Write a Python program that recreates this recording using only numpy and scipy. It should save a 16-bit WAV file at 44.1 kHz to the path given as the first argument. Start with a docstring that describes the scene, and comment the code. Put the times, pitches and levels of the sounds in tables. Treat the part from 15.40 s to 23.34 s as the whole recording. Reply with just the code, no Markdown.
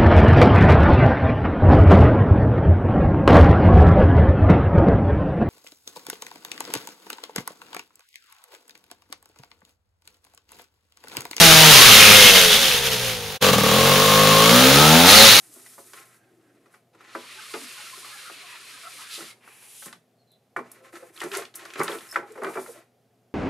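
"""Gloved hands turn a cardboard box in a small quiet room, hissing and squeaking on the glossy print.
From 1.5 s the tight sleeve slides off, card rasping on card, until its lip scrapes over the end.
At 4 s the box is pushed over the table and set down with a thud. From 5 s it is flipped over:
hands and plastic tray knock on the walls, the hollow rings and the tray crackles."""
import sys
import numpy as np
from scipy import signal
from scipy.fft import rfft, irfft, next_fast_len
from scipy.io import wavfile

SR = 44100
rng = np.random.default_rng(int(sys.argv[2]) if len(sys.argv) > 2 else 0)


def waveform_to_disk(signal):
    """Save audio, clipped to [-1, 1], as 16-bit WAV at the path in sys.argv[1]."""
    frames = np.transpose(np.atleast_2d(signal))
    scaled = np.clip(frames, -1, 1) * 32767
    samples = np.round(scaled).astype(np.int16)
    wavfile.write(sys.argv[1], SR, samples)


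N = 350154
TIME = np.arange(N) / SR
CUTOFF_HZ = 15600

# air and broad faces of the box: pitch_hz, level_db, t60_s
BOX_MODES = [(252.8, -10, 0.25), (326, -3, 0.065), (354.5, -3, 0.13), (398.8, -2, 0.11), (444.6, -6, 0.14),
             (556, -2.5, 0.13), (671, -1, 0.13)]
# stiff card walls: pitch_hz, level_db, t60_s
WALL_MODES = [(801, -1.5, 0.11), (864, -8, 0.19), (972, -11.5, 0.095), (1031, -3.5, 0.12),
              (1131, -3.5, 0.098), (1196, 3.5, 0.067), (1315, -0.5, 0.098), (1491, -0.5, 0.09),
              (1635, -6, 0.045), (1884, -4.5, 0.034), (2037, -5.5, 0.077), (2360, -3, 0.11)]
# rumble of the hollow box: freq_hz, level_db
RUMBLE_SPECTRUM = [(130, -34), (200, -12), (280, -9), (340, -3), (420, -3), (500, -5.5), (700, -8.5),
                   (1000, -8.5)]


def from_db(db):
    """Decibels to gain."""
    return np.exp(np.asarray(db) * (np.log(10) / 20))


def unit_rms(x):
    """Scale to unit power."""
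    return x / np.sqrt(np.mean(x ** 2) + 1e-20)


def unit_onset(x):
    """Scale to unit power over the first 30 ms."""
    return x / np.sqrt(np.mean(x[:int(.03 * SR)] ** 2) + 1e-20)


def colour(x, spectrum, skirt_db_per_octave=30):
    """Filter by a freq_hz, level_db table, falling away beyond its ends."""
    hz, db = np.transpose(spectrum)
    size = next_fast_len(x.shape[-1], True)
    octave, points = np.log2(np.fft.rfftfreq(size, 1 / SR) + 1), np.log2(hz)
    beyond = np.abs(octave - np.clip(octave, points[0], points[-1]))
    gain = from_db(np.interp(octave, points, db) - skirt_db_per_octave * beyond)
    return irfft(rfft(x, size) * gain, size)[..., :x.shape[-1]]


def drift(rate_hz):
    """Random wander of unit power."""
    knots = rng.standard_normal(int(N / SR * rate_hz) + 2)
    return unit_rms(np.interp(TIME * rate_hz, np.arange(len(knots)), knots))


def add(track, start_s, sound):
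    """Mix a short sound in."""
    start = max(int(start_s * SR), 0)
    track[start:start + len(sound)] += sound[:N - start]


def stroke(start_s, length_s, attack_s=0.013, slope_db_per_s=0, release_t60_s=0.21):
    """Gain of one rub: it sets in, holds or changes evenly, and dies away."""
    t = TIME - start_s
    held_db = slope_db_per_s * np.clip(t, 0, length_s)
    release_db = -60 * np.maximum(t - length_s, 0) / release_t60_s
    return np.clip(t / attack_s, 0, 1) * from_db(held_db + release_db)


def friction(spectrum, catches_per_s, catch_db, flutter_db):
    """Countless fibres brush past as smooth noise; now and then a bigger one catches and snaps free."""
    sizes = from_db(4 * np.minimum(rng.exponential(1, N), 4)) * rng.choice([-1, 1], N)
    catches = unit_rms(sizes * (rng.random(N) < catches_per_s / SR))
    force = rng.standard_normal(N) + from_db(catch_db) * catches
    return unit_rms(colour(force, spectrum) * from_db(flutter_db * drift(70)))


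def resonance(length_s, pitch_hz, width_hz, glide_octaves=0):
    """Noise drives a resonance for a moment: a narrow one sings, a wide one rasps; the pitch can glide."""
    r = np.exp(-np.pi * 1.5 * width_hz / SR)
    section = [1 - r, 0, r - 1, 1, -2 * r * np.cos(2 * np.pi * pitch_hz / SR), r * r]
    count = int(length_s * SR)
    tone = signal.sosfilt([section, section], rng.standard_normal(count + SR // 8))[-count:]
    analytic = signal.hilbert(tone * np.sin(np.linspace(0, np.pi, count)))
    shift_hz = pitch_hz * (2 ** (glide_octaves * np.linspace(-.5, .5, count)) - 1)
    return unit_rms(np.real(analytic * np.exp(2j * np.pi * np.cumsum(shift_hz) / SR)))


def favour(modes, pitch_hz, db_per_octave):
    """Weaken modes with their distance from one pitch."""
    return [(hz, db + db_per_octave * abs(np.log2(hz / pitch_hz)), t60_s) for hz, db, t60_s in modes]


def struck(modes, t, vary_db, detune_share=.03):
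    """Each blow lands elsewhere and meets another grip, shifting the modes' strengths and pitches."""
    hz, db, t60_s = np.transpose(modes)[:, :, None]
    strength, detune, sign = rng.standard_normal((3, len(modes), 1))
    phase = 2 * np.pi * hz * (1 + detune_share * detune) * t
    envelope = from_db(db + vary_db * strength - 60 * t / t60_s)
    return np.sum(np.sign(sign) * envelope * np.sin(phase), axis=0)


def burst(spectrum, t, t60_s, tail_db, tail_t60_s):
    """Modes too dense to tell apart: noise with a main decay and a weaker second one."""
    envelope = from_db(-60 * t / t60_s) + from_db(tail_db - 60 * t / tail_t60_s)
    return colour(rng.standard_normal(len(t)), spectrum) * envelope


def rubbed(force, modes, damping=1.2, shift_db=2.5):
    """A rubbing hand rings the modes and damps them; as it moves, now one leads, now another."""
    t = np.arange(SR // 8) / SR
    held = [(hz, db, t60_s / damping) for hz, db, t60_s in modes]
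    leads_hz = np.geomspace(modes[0][0], modes[-1][0], 6)
    responses = [struck(favour(held, hz, db_per_octave=-11.5), t, vary_db=2) for hz in leads_hz]
    rings = [unit_rms(signal.oaconvolve(force, response)[:N]) for response in responses]
    shares = np.array([from_db(shift_db * drift(14)) for _ in leads_hz])
    return unit_rms(np.sum(shares * rings, axis=0) / np.linalg.norm(shares, axis=0))


def echoes(x, t60_s, delay_s):
    """A dense cloud of reflections of unit energy."""
    t = np.arange(SR // 2) / SR
    response = rng.standard_normal(len(t)) * from_db(-60 * t / t60_s) * (t > delay_s)
    return signal.fftconvolve(x, response / np.sqrt(np.sum(response ** 2)))[:N]


def room_tone(air_db=-63.5, hum_db=-70.5, hum_hz=120):
    """Ventilation noise and a faint mains hum."""
    # ventilation: freq_hz, level_db
    air_spectrum = [(15, -79), (25, -59), (86, -19.5), (107, -11), (205, -10.5), (268, -6.5), (299, -34),
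                    (333, -13), (424, -11), (618, -14), (688, -10.5), (746, -13.5), (951, -25.5),
                    (9160, -37.5), (15700, -32)]
    air = unit_rms(colour(rng.standard_normal(N), air_spectrum))
    hum = np.sqrt(2) * np.sin(2 * np.pi * hum_hz * TIME) * from_db(1.2 * drift(7.2))
    return from_db(air_db) * air + from_db(hum_db) * hum


def push(start_s=3.99, length_s=0.468, attack_s=0.091, rumble_db=-63.5, rasp_db=-49.5, hiss_db=-60):
    """The box glides over the table; its whisper brightens as pressure eases and speed grows."""
    # card rasping on the table: freq_hz, level_db
    rasp_spectrum = [(350, -47), (600, -16), (648, -20), (707, -18), (778, -2), (1370, -3.5), (2620, 2.5),
                     (3240, -9), (6000, -18), (7800, -37), (13200, -120)]
    # card hissing on the table: freq_hz, level_db
    hiss_spectrum = [(2940, -6), (5000, -9.5), (7960, -5.5), (10400, 0), (11600, -4), (12500, -7),
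                     (14300, -5), (15700, -16)]
    pressure = stroke(start_s, length_s, attack_s, slope_db_per_s=-24.5)
    speed = stroke(start_s, length_s, attack_s, slope_db_per_s=41)
    rumble = from_db(rumble_db) * friction(RUMBLE_SPECTRUM, 150, catch_db=-16, flutter_db=5)
    rasp = from_db(rasp_db) * friction(rasp_spectrum, 2100, catch_db=-22, flutter_db=-2)
    hiss = from_db(hiss_db) * friction(hiss_spectrum, 2500, catch_db=-17, flutter_db=0.5)
    return pressure * (rumble + rasp) + speed * hiss


def gloves(rasp_db=3, direct_db=-8, wall_gain=0.56):
    """Rubber drags over the print in jerks that sound hollow and walls; a light touch is brighter."""
    # glove rubs: start_s, length_s, attack_s, level_db, brightness_db, hollow_db
    strokes = [(-0.02, .62, .014, -66.5, 15, 2), (.11, 0.28, 0.011, -67, 15.5, -10),
               (.535, 0.093, 0.023, -53, -1, -8), (0.622, 0.14, .014, -64, 4.5, -4),
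               (.76, .62, .012, -71.5, -4, 1), (1.3, 0.055, .025, -66, 2.5, -2),
               (1.56, .19, 0.083, -54, -13, -7), (4.454, 0.029, 0.0089, -49.5, -2, 2.5),
               (5.22, 0.17, 0.043, -58, -9, 2), (5.414, 0.04, 0.077, -48, -6, -4),
               (5.521, 0.054, 0.012, -49.5, -3.5, 3), (5.58, 0.11, 0.035, -60, 1.5, 0),
               (5.718, .28, .049, -52, 2, -3), (5.811, 0.029, 0.0034, -39.5, -17, 1),
               (5.919, .072, 0.019, -36, -4.5, -4.5), (6.139, .38, 0.0063, -50.5, -7, -2),
               (6.215, 0.027, .035, -51, -9, -11), (6.366, .08, 0.019, -37.5, -8.5, 2),
               (6.48, 0.074, .025, -42, 0, -2.5), (6.6, 0.023, 0.01, -46.5, -14.5, -4),
               (6.56, 0.19, .013, -56, 5.5, -3), (6.733, 0.021, 0.011, -43.5, -31, 1),
               (6.839, .3, 0.047, -57.5, -4, 5), (7.02, .18, 0.078, -49.5, .5, -11),
               (7.188, .14, .016, -56, 7.5, 2), (7.33, 0.061, .02, -54.5, -5.5, 5)]
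    # rubber rasping on print: freq_hz, level_db
    rasp_spectrum = [(350, -40), (600, -17), (771, -6.5), (944, -1), (1440, 0), (1910, 2.5), (3330, -10),
                     (3740, -9), (5450, -15), (6000, -14), (7800, -15.5), (13200, -120)]
    # rubber hissing on print: freq_hz, level_db
    hiss_spectrum = [(2060, -18.5), (3500, -14), (6810, -8), (9440, -3), (10900, -5), (14600, -7),
                     (15700, -22)]
    power = np.array([from_db(db) * stroke(*timing) for *timing, db, _, _ in strokes]) ** 2
    brightness, hollowness = from_db(np.array(strokes)[:, 4:].T)
    jerks = friction(RUMBLE_SPECTRUM, 130, catch_db=-0.5, flutter_db=3.5)
    scrape = friction(rasp_spectrum, 330, catch_db=-7, flutter_db=2)
    rumble = unit_rms(from_db(direct_db) * jerks + rubbed(jerks, BOX_MODES))
    rasp = unit_rms(scrape + wall_gain * rubbed(scrape, WALL_MODES))
    hiss = friction(hiss_spectrum, 927, catch_db=-11, flutter_db=1)
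    return (np.sqrt(hollowness ** 2 @ power) * rumble
            + np.sqrt(power.sum(axis=0)) * from_db(rasp_db) * rasp
            + np.sqrt(brightness ** 2 @ power) * hiss)


def short_tones():
    """Squeaks and groans of rubber and card, the box ringing after a knock, a brief crackle."""
    # short pitched sounds: start_s, length_s, pitch_hz, level_db, glide_octaves, q_factor
    tones = [(0.063, 0.08, 303, -62.5, -0.057, 9.4), (0.738, 0.2, 1610, -71, -0.13, 14),
             (0.801, 0.29, 330, -63, 0, 5), (1.017, 0.26, 305, -62.5, 0.016, 4.3),
             (1.015, 0.16, 1580, -72, -0.14, 10), (1.974, 0.03, 1564, -45.5, 0.024, 40),
             (2.137, 0.15, 261, -49, -0.18, 12), (2.525, 0.03, 1048, -43.5, -0.013, 29),
             (2.834, 0.07, 1360, -46.5, 0.0079, 9.9), (3.005, 0.069, 700, -57, 0.033, 15),
             (3.116, 0.055, 1035, -50, -0.12, 7.7), (3.426, 0.072, 1320, -42.5, -0.076, 12),
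             (3.428, 0.085, 693, -52.5, 0.14, 23), (3.573, 0.072, 1140, -47.5, 0, 2.8),
             (4.77, 0.075, 4230, -74, -0.014, 24), (4.858, 0.13, 4040, -68, -0.074, 28),
             (4.9, 0.072, 3620, -71, -0.095, 10), (5.34, 0.37, 521, -58.5, 0, 18),
             (5.622, 0.032, 523, -44, 0.04, 30), (5.645, 0.052, 507, -54.5, -0.082, 29),
             (5.763, 0.004, 4000, -46, 0.041, 12), (5.7755, 0.003, 3200, -40, -0.056, 3.5),
             (5.84, 0.041, 360, -34, -0.052, 11), (5.909, 0.14, 397, -38, -0.019, 12),
             (6.5145, 0.006, 3400, -35.5, -0.16, 8.6), (6.681, 0.029, 5250, -52, 0, 28),
             (6.709, 0.014, 5230, -40.5, -0.0001, 34), (6.813, 0.09, 800, -48.5, -0.13, 36),
             (6.898, 0.053, 447, -44.5, 0.0092, 23), (6.973, 0.045, 448, -38, 0.021, 5.8),
             (7.274, 0.047, 490, -40, -0.25, 7.1), (7.341, 0.078, 592, -53.5, 0.17, 7.5)]
    out = np.zeros(N)
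    for start_s, length_s, pitch_hz, level_db, glide_octaves, q_factor in tones:
        tone = resonance(length_s, pitch_hz, pitch_hz / q_factor, glide_octaves)
        add(out, start_s, from_db(level_db) * tone)
    return out


def thud(t, puff_db=-8, swell_s=.006):
    """The table top booms and a bumped panel pushes out a puff of air."""
    # table top: pitch_hz, level_db, t60_s
    table_modes = [(142.4, -7, 0.12), (158, -0.5, 0.15), (210, -6.5, 0.15), (243, -2, 0.14)]
    # displaced air: freq_hz, level_db
    puff_spectrum = [(25, -17), (50, -16), (90, -13.5), (160, 7.5), (260, 7)]
    boom = unit_onset(struck(table_modes, t, vary_db=-1))
    puff = unit_onset(burst(puff_spectrum, t, t60_s=0.51, tail_db=-27.5, tail_t60_s=.25))
    swell = (1 - np.exp(-t / swell_s)) ** 2
    return unit_onset((boom + from_db(puff_db) * puff) * swell)


def bumps():
    """The weight of the whole box lands on table or palm."""
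    # landings: start_s, level_db
    landings = [(3.81, -54), (4.459, -50), (4.488, -56), (5.169, -49), (5.832, -49), (6.392, -37),
                (7.042, -56)]
    out, t = np.zeros(N), np.arange(SR // 3) / SR
    for start_s, level_db in landings:
        add(out, start_s, from_db(level_db) * thud(t))
    return out


def crackles(gain_db=-8, ring_db=-9, ring_cycles=30, rise_s=.0008):
    """Thin plastic buckles with a bright crack that rings the patch; the tray rustles after it."""
    # snaps of plastic and card edges: start_s, level_db, centre_hz
    snaps = [(0.139, -35, 11400), (0.261, -45, 2090), (0.533, -37, 3100), (0.534, -42, 6350),
             (2.138, -23, 2440), (4.459, -30, 8900), (4.527, -35, 3460), (4.527, -48, 8500),
             (4.917, -50, 12300), (5.166, -45, 8700), (5.316, -30, 11600), (5.798, -36, 3300),
             (5.803, -26, 2830), (5.803, -34, 7060), (5.817, -31, 8260), (5.837, -29.5, 8300),
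             (5.916, -25, 1930), (5.95, -22, 4840), (5.97, -21, 8900), (5.975, -30, 6500),
             (6.003, -38, 5000), (5.984, -44, 7000), (6.021, -37, 4000), (6.051, -32, 2880),
             (6.14, -38, 3300), (6.151, -36, 8800), (6.155, -22, 11460), (6.16, -30, 10400),
             (6.194, -40, 2780), (6.21, -39.5, 2800), (6.252, -34, 4500), (6.303, -34, 2620),
             (6.336, -30, 2360), (6.336, -37, 7400), (6.356, -29.5, 2570), (6.394, -26.5, 2530),
             (6.395, -32, 6560), (6.433, -20.5, 9960), (6.444, -26, 9450), (6.471, -30.5, 2600),
             (6.479, -21.5, 2920), (6.499, -35.5, 3470), (6.586, -35, 3430), (6.607, -36.5, 3200),
             (6.712, -31, 11050), (6.724, -31.5, 8880), (6.759, -27, 1980), (6.92, -42.5, 8150),
             (7.034, -35.5, 9300), (7.046, -31.5, 3000)]
    # buckling patch: ratio_to_centre, level_db
    film_modes = [(.47, -10), (.72, -2.5), (1, 4), (1.21, -4.5), (1.62, -16)]
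    out, t = np.zeros(N), np.arange(SR // 6) / SR
    head = SR // 250  # the first 4 ms set the level
    rise = 1 - np.exp(-(t / rise_s) ** 2)
    for start_s, level_db, hz in snaps:
        patch = [(hz * ratio, db, ring_cycles / hz) for ratio, db in film_modes if hz * ratio < CUTOFF_HZ]
        spectrum = [(hz / 4, -27), (hz / 2, -11), (hz, 0), (hz * 1.3, -4), (hz * 3, -19)]
        ring = rise * struck(patch, t, vary_db=0.5)
        crack = rise * burst(spectrum, t, t60_s=.014, tail_db=-12, tail_t60_s=0.12)
        snap = crack / np.std(crack[:head]) + from_db(ring_db) * ring / np.std(ring[:head])
        add(out, start_s, from_db(level_db + gain_db) * snap)
    return out


def hollow_thump(t, pitch_hz, rumble_db=-7, swell_s=0.0063):
    """The hollow of the box swells just after a blow and rings on."""
    ring = unit_onset(struck(favour(BOX_MODES, pitch_hz, db_per_octave=-16), t, vary_db=3))
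    rumble = unit_onset(burst(RUMBLE_SPECTRUM, t, t60_s=0.14, tail_db=-9.5, tail_t60_s=0.34))
    swell = 1 - np.exp(-t / swell_s)
    return unit_onset((ring + from_db(rumble_db) * rumble) * swell)


def wall_clack(t, pitch_hz, hardness_db, bite, flex_rise_s=.0013):
    """A struck wall swings, cracks and rings; a harder contact adds swing and crack."""
    # first crack of the card: freq_hz, level_db
    crack_spectrum = [(450, -15), (750, -5.5), (1300, -5), (2000, -1), (2600, -20.5), (3600, -42)]
    crack = unit_onset(burst(crack_spectrum, t, t60_s=.028, tail_db=-20, tail_t60_s=.15))
    ring = unit_onset(struck(favour(WALL_MODES, pitch_hz, db_per_octave=-8), t, vary_db=3))
    flex = unit_onset(t * np.exp(-t / flex_rise_s) * np.sin(2 * np.pi * pitch_hz * t))
    crack_db, flex_db = -3.5 + 0.48 * hardness_db, -5.5 + 0.2 * hardness_db
    return unit_onset(bite * (ring + from_db(crack_db) * crack)) + from_db(flex_db) * flex


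def knocks(thud_db=-23, thump_db=2.5, clack_db=-0.5, tick_db=-55.5, firm_db=-32, bite_s=0.002):
    """Hands and tray hit the box: a hard contact clacks and ticks, a soft one thumps."""
    # blows: start_s, level_db, hardness_db, hollow_hz, wall_hz
    blows = [(0.159, -66, -12, 350, 1500), (0.262, -60, 36, 390, 1930), (0.38, -50, -0.5, 520, 970),
             (0.534, -47.5, 7.5, 354, 1550), (1.257, -61.5, 0, 391.5, 1270), (1.34, -55.5, 11, 400, 1470),
             (1.547, -59.5, 5, 340, 1350), (1.607, -54, 8.5, 350, 1340), (1.75, -33.5, 3.5, 398, 1300),
             (2.139, -34.5, 0.5, 457, 1430), (2.572, -58, -4.5, 390, 1780), (2.646, -49, 12, 450, 1270),
             (2.897, -44.5, 6.5, 383, 1340), (3.778, -55.5, -10, 433, 2040), (3.806, -45.5, 0, 373, 1360),
             (4.075, -50.5, 10, 446, 1460), (4.423, -49.5, 11, 540, 1530), (4.458, -48.5, 6.5, 470, 1470),
             (4.527, -47, 19, 530, 1480), (5.163, -27.5, 9, 402, 1460), (5.189, -37.5, 2, 410, 1110),
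             (5.256, -64, -8, 440, 1080), (5.527, -58.5, 4, 420, 1800), (5.628, -55, -3, 520, 1350),
             (5.815, -36.5, 15, 400, 1910), (5.832, -41, 4, 367, 1440), (5.854, -53, -16.5, 383, 1240),
             (5.915, -49, 40, 420, 1610), (5.977, -51, -13.5, 480, 1010), (6.02, -44, 3, 380, 1840),
             (6.254, -45, 19, 410, 1560), (6.357, -40.5, 3, 383, 1660), (6.391, -40, -4.5, 400, 1370),
             (6.401, -28, 1, 410, 1230), (6.413, -26.5, 8, 400, 1154), (6.452, -41.5, 10, 410, 1310),
             (6.48, -32, 10.5, 410, 1300), (6.494, -38.5, -4, 437, 1200), (6.525, -40, 0, 380, 1340),
             (6.548, -42.5, -3, 380, 1150), (6.726, -45.5, 11.5, 610, 1620), (6.758, -22.5, 14, 520, 1318),
             (6.78, -46, -8.5, 447, 1190), (6.826, -48, -2, 406, 1040), (6.955, -47, 0, 473, 1300),
             (6.975, -44.5, 2, 463, 950), (7.018, -36.5, -3, 410, 1200), (7.032, -34.5, 10.5, 410, 1210),
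             (7.044, -31, 2.5, 398, 1310), (7.067, -35.5, 0.5, 400, 1130), (7.089, -43.5, -3, 400, 1145),
             (7.112, -52.5, -4, 400, 1370), (7.154, -37.5, -2.5, 426, 1230), (7.171, -33, -2, 425, 1240),
             (7.194, -53, 15, 400, 1236), (7.261, -46.5, 20, 510, 1290)]
    # tick of the card edge: freq_hz, level_db
    tick_spectrum = [(1800, 4), (3500, -2), (6000, -5.5), (10000, -6), (13000, -8), (15500, -15.5)]
    out, t = np.zeros(N), np.arange(SR // 4) / SR
    bite = 1 - np.exp(-t / bite_s)
    for start_s, level_db, hardness_db, hollow_hz, wall_hz in blows:
        soft_db = level_db - hardness_db
        edge_db = tick_db + 0.52 * (level_db - firm_db) + 0.42 * hardness_db
        thump = from_db(soft_db + thump_db) * hollow_thump(t, hollow_hz)
        clack = from_db(level_db + clack_db) * wall_clack(t, wall_hz, hardness_db, bite)
        edge = burst(tick_spectrum, t, t60_s=.045, tail_db=-6, tail_t60_s=.18)
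        tick = from_db(edge_db) * unit_onset(edge * bite)
        add(out, start_s, from_db(soft_db + thud_db) * thud(t) + thump + clack + tick)
    return out


def judder(start_s, end_s, count, low_hz, high_hz):
    """A sliding panel catches on one resonance after another."""
    out = np.zeros(N)
    for when, pitch in rng.random((count, 2)):
        hz = low_hz * (high_hz / low_hz) ** pitch
        add(out, start_s + when * (end_s - start_s), resonance(.07, hz, width_hz=hz / 25))
    return out


def sleeve(rumble_db=-62, rasp_db=-42.5, judder_db=-52, groan_db=-56, full_pace_db=-48.5):
    """Card slides on card: the hiss grows with pace; the rasp and the hollow's murmur level off."""
    # pace of the sleeve, as its hiss: time_s, level_db
    pace = [(1.53, -65), (1.549, -82), (1.6, -84), (1.75, -54.5), (2.13, -43), (2.87, -45.5), (2.97, -50.5),
            (3.17, -49), (3.19, -52), (3.3, -45.5), (3.401, -48.5), (3.63, -43), (3.66, -50.5), (3.74, -37),
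            (3.91, -48.5), (3.96, -71), (3.991, -68)]
    # card rasping on card: freq_hz, level_db
    rasp_spectrum = [(550, -26), (700, -14), (850, -19.5), (1050, -3), (1300, -1), (1650, -2), (2400, 1.5),
                     (3200, -1.5), (4300, -2), (5200, -9), (7000, -13.5)]
    # card hissing on card: freq_hz, level_db
    hiss_spectrum = [(2940, -14), (5000, -6), (6030, -9), (8190, -7), (9500, -5), (11100, -8),
                     (14100, -12.5), (15100, -17), (15700, -37)]
    times_s, levels_db = np.transpose(pace)
    start_s, end_s = times_s[0], times_s[-1]
    pace_db = np.interp(TIME, times_s, levels_db)
    drag_db = np.minimum(pace_db - full_pace_db, 0)
    overlap = np.interp(TIME, [start_s, end_s], [1, 0])  # share of the box still covered
    rasp = (from_db(rasp_db) * friction(rasp_spectrum, 1500, catch_db=-13, flutter_db=0.97)
            + from_db(judder_db) * judder(start_s, end_s, count=50, low_hz=1101, high_hz=2730)
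            + from_db(groan_db) * judder(start_s, end_s, count=30, low_hz=762, high_hz=1438.5))
    murmur = (friction(RUMBLE_SPECTRUM, 150, catch_db=-17, flutter_db=1)
              + .6 * judder(start_s, end_s, count=24, low_hz=250, high_hz=700))
    binding_db = 1.04 * drift(21.42)  # the sleeve binds and frees itself
    hiss = friction(hiss_spectrum, 2400, catch_db=-23, flutter_db=0.8)
    out = stroke(start_s, end_s - start_s) * (
        from_db(rumble_db + 0.091 * drag_db) * murmur
        + from_db(0.82 * drag_db + binding_db) * overlap ** 0.19 * rasp
        + from_db(pace_db) * hiss)
    lip_scrape = from_db(-40) * resonance(length_s=0.11, pitch_hz=3326, width_hz=1600)
    add(out, start_s=3.686, sound=lip_scrape)
    return out


def scene():
    """The box is close and central; reflections from table and walls give a width that shifts."""
    # stereo width: freq_hz, side_minus_middle_db
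    width = [(100, -22.5), (300, -22), (600, -14.5), (1200, -10.5), (2500, -8.5), (9000, -11),
             (14000, -5.5)]
    near = sleeve() + push() + gloves() + knocks() + bumps() + crackles() + short_tones()
    middle = near + from_db(-15) * echoes(near, t60_s=.28, delay_s=.008) + room_tone()
    turn_rad = 1.5 * drift(3)
    shares = np.cos(turn_rad), np.sin(turn_rad)
    reflections = sum(share * echoes(middle, t60_s=0.086, delay_s=0.00092) for share in shares)
    side = colour(reflections, width)
    return np.array([middle + side, middle - side])


def record(dry):
    """The microphone softens the highest treble and the top is cut steeply."""
    # microphone response: freq_hz, gain_db
    microphone = [(20, -4), (11500, -2), (13000, -7.5), (14500, -9.5), (15600, -14.5)]
    lowpass = signal.ellip(10, .1, 70, CUTOFF_HZ, fs=SR, output="sos")
    return signal.sosfiltfilt(lowpass, colour(dry, microphone))


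dry = scene()
out = record(dry)
waveform_to_disk(out)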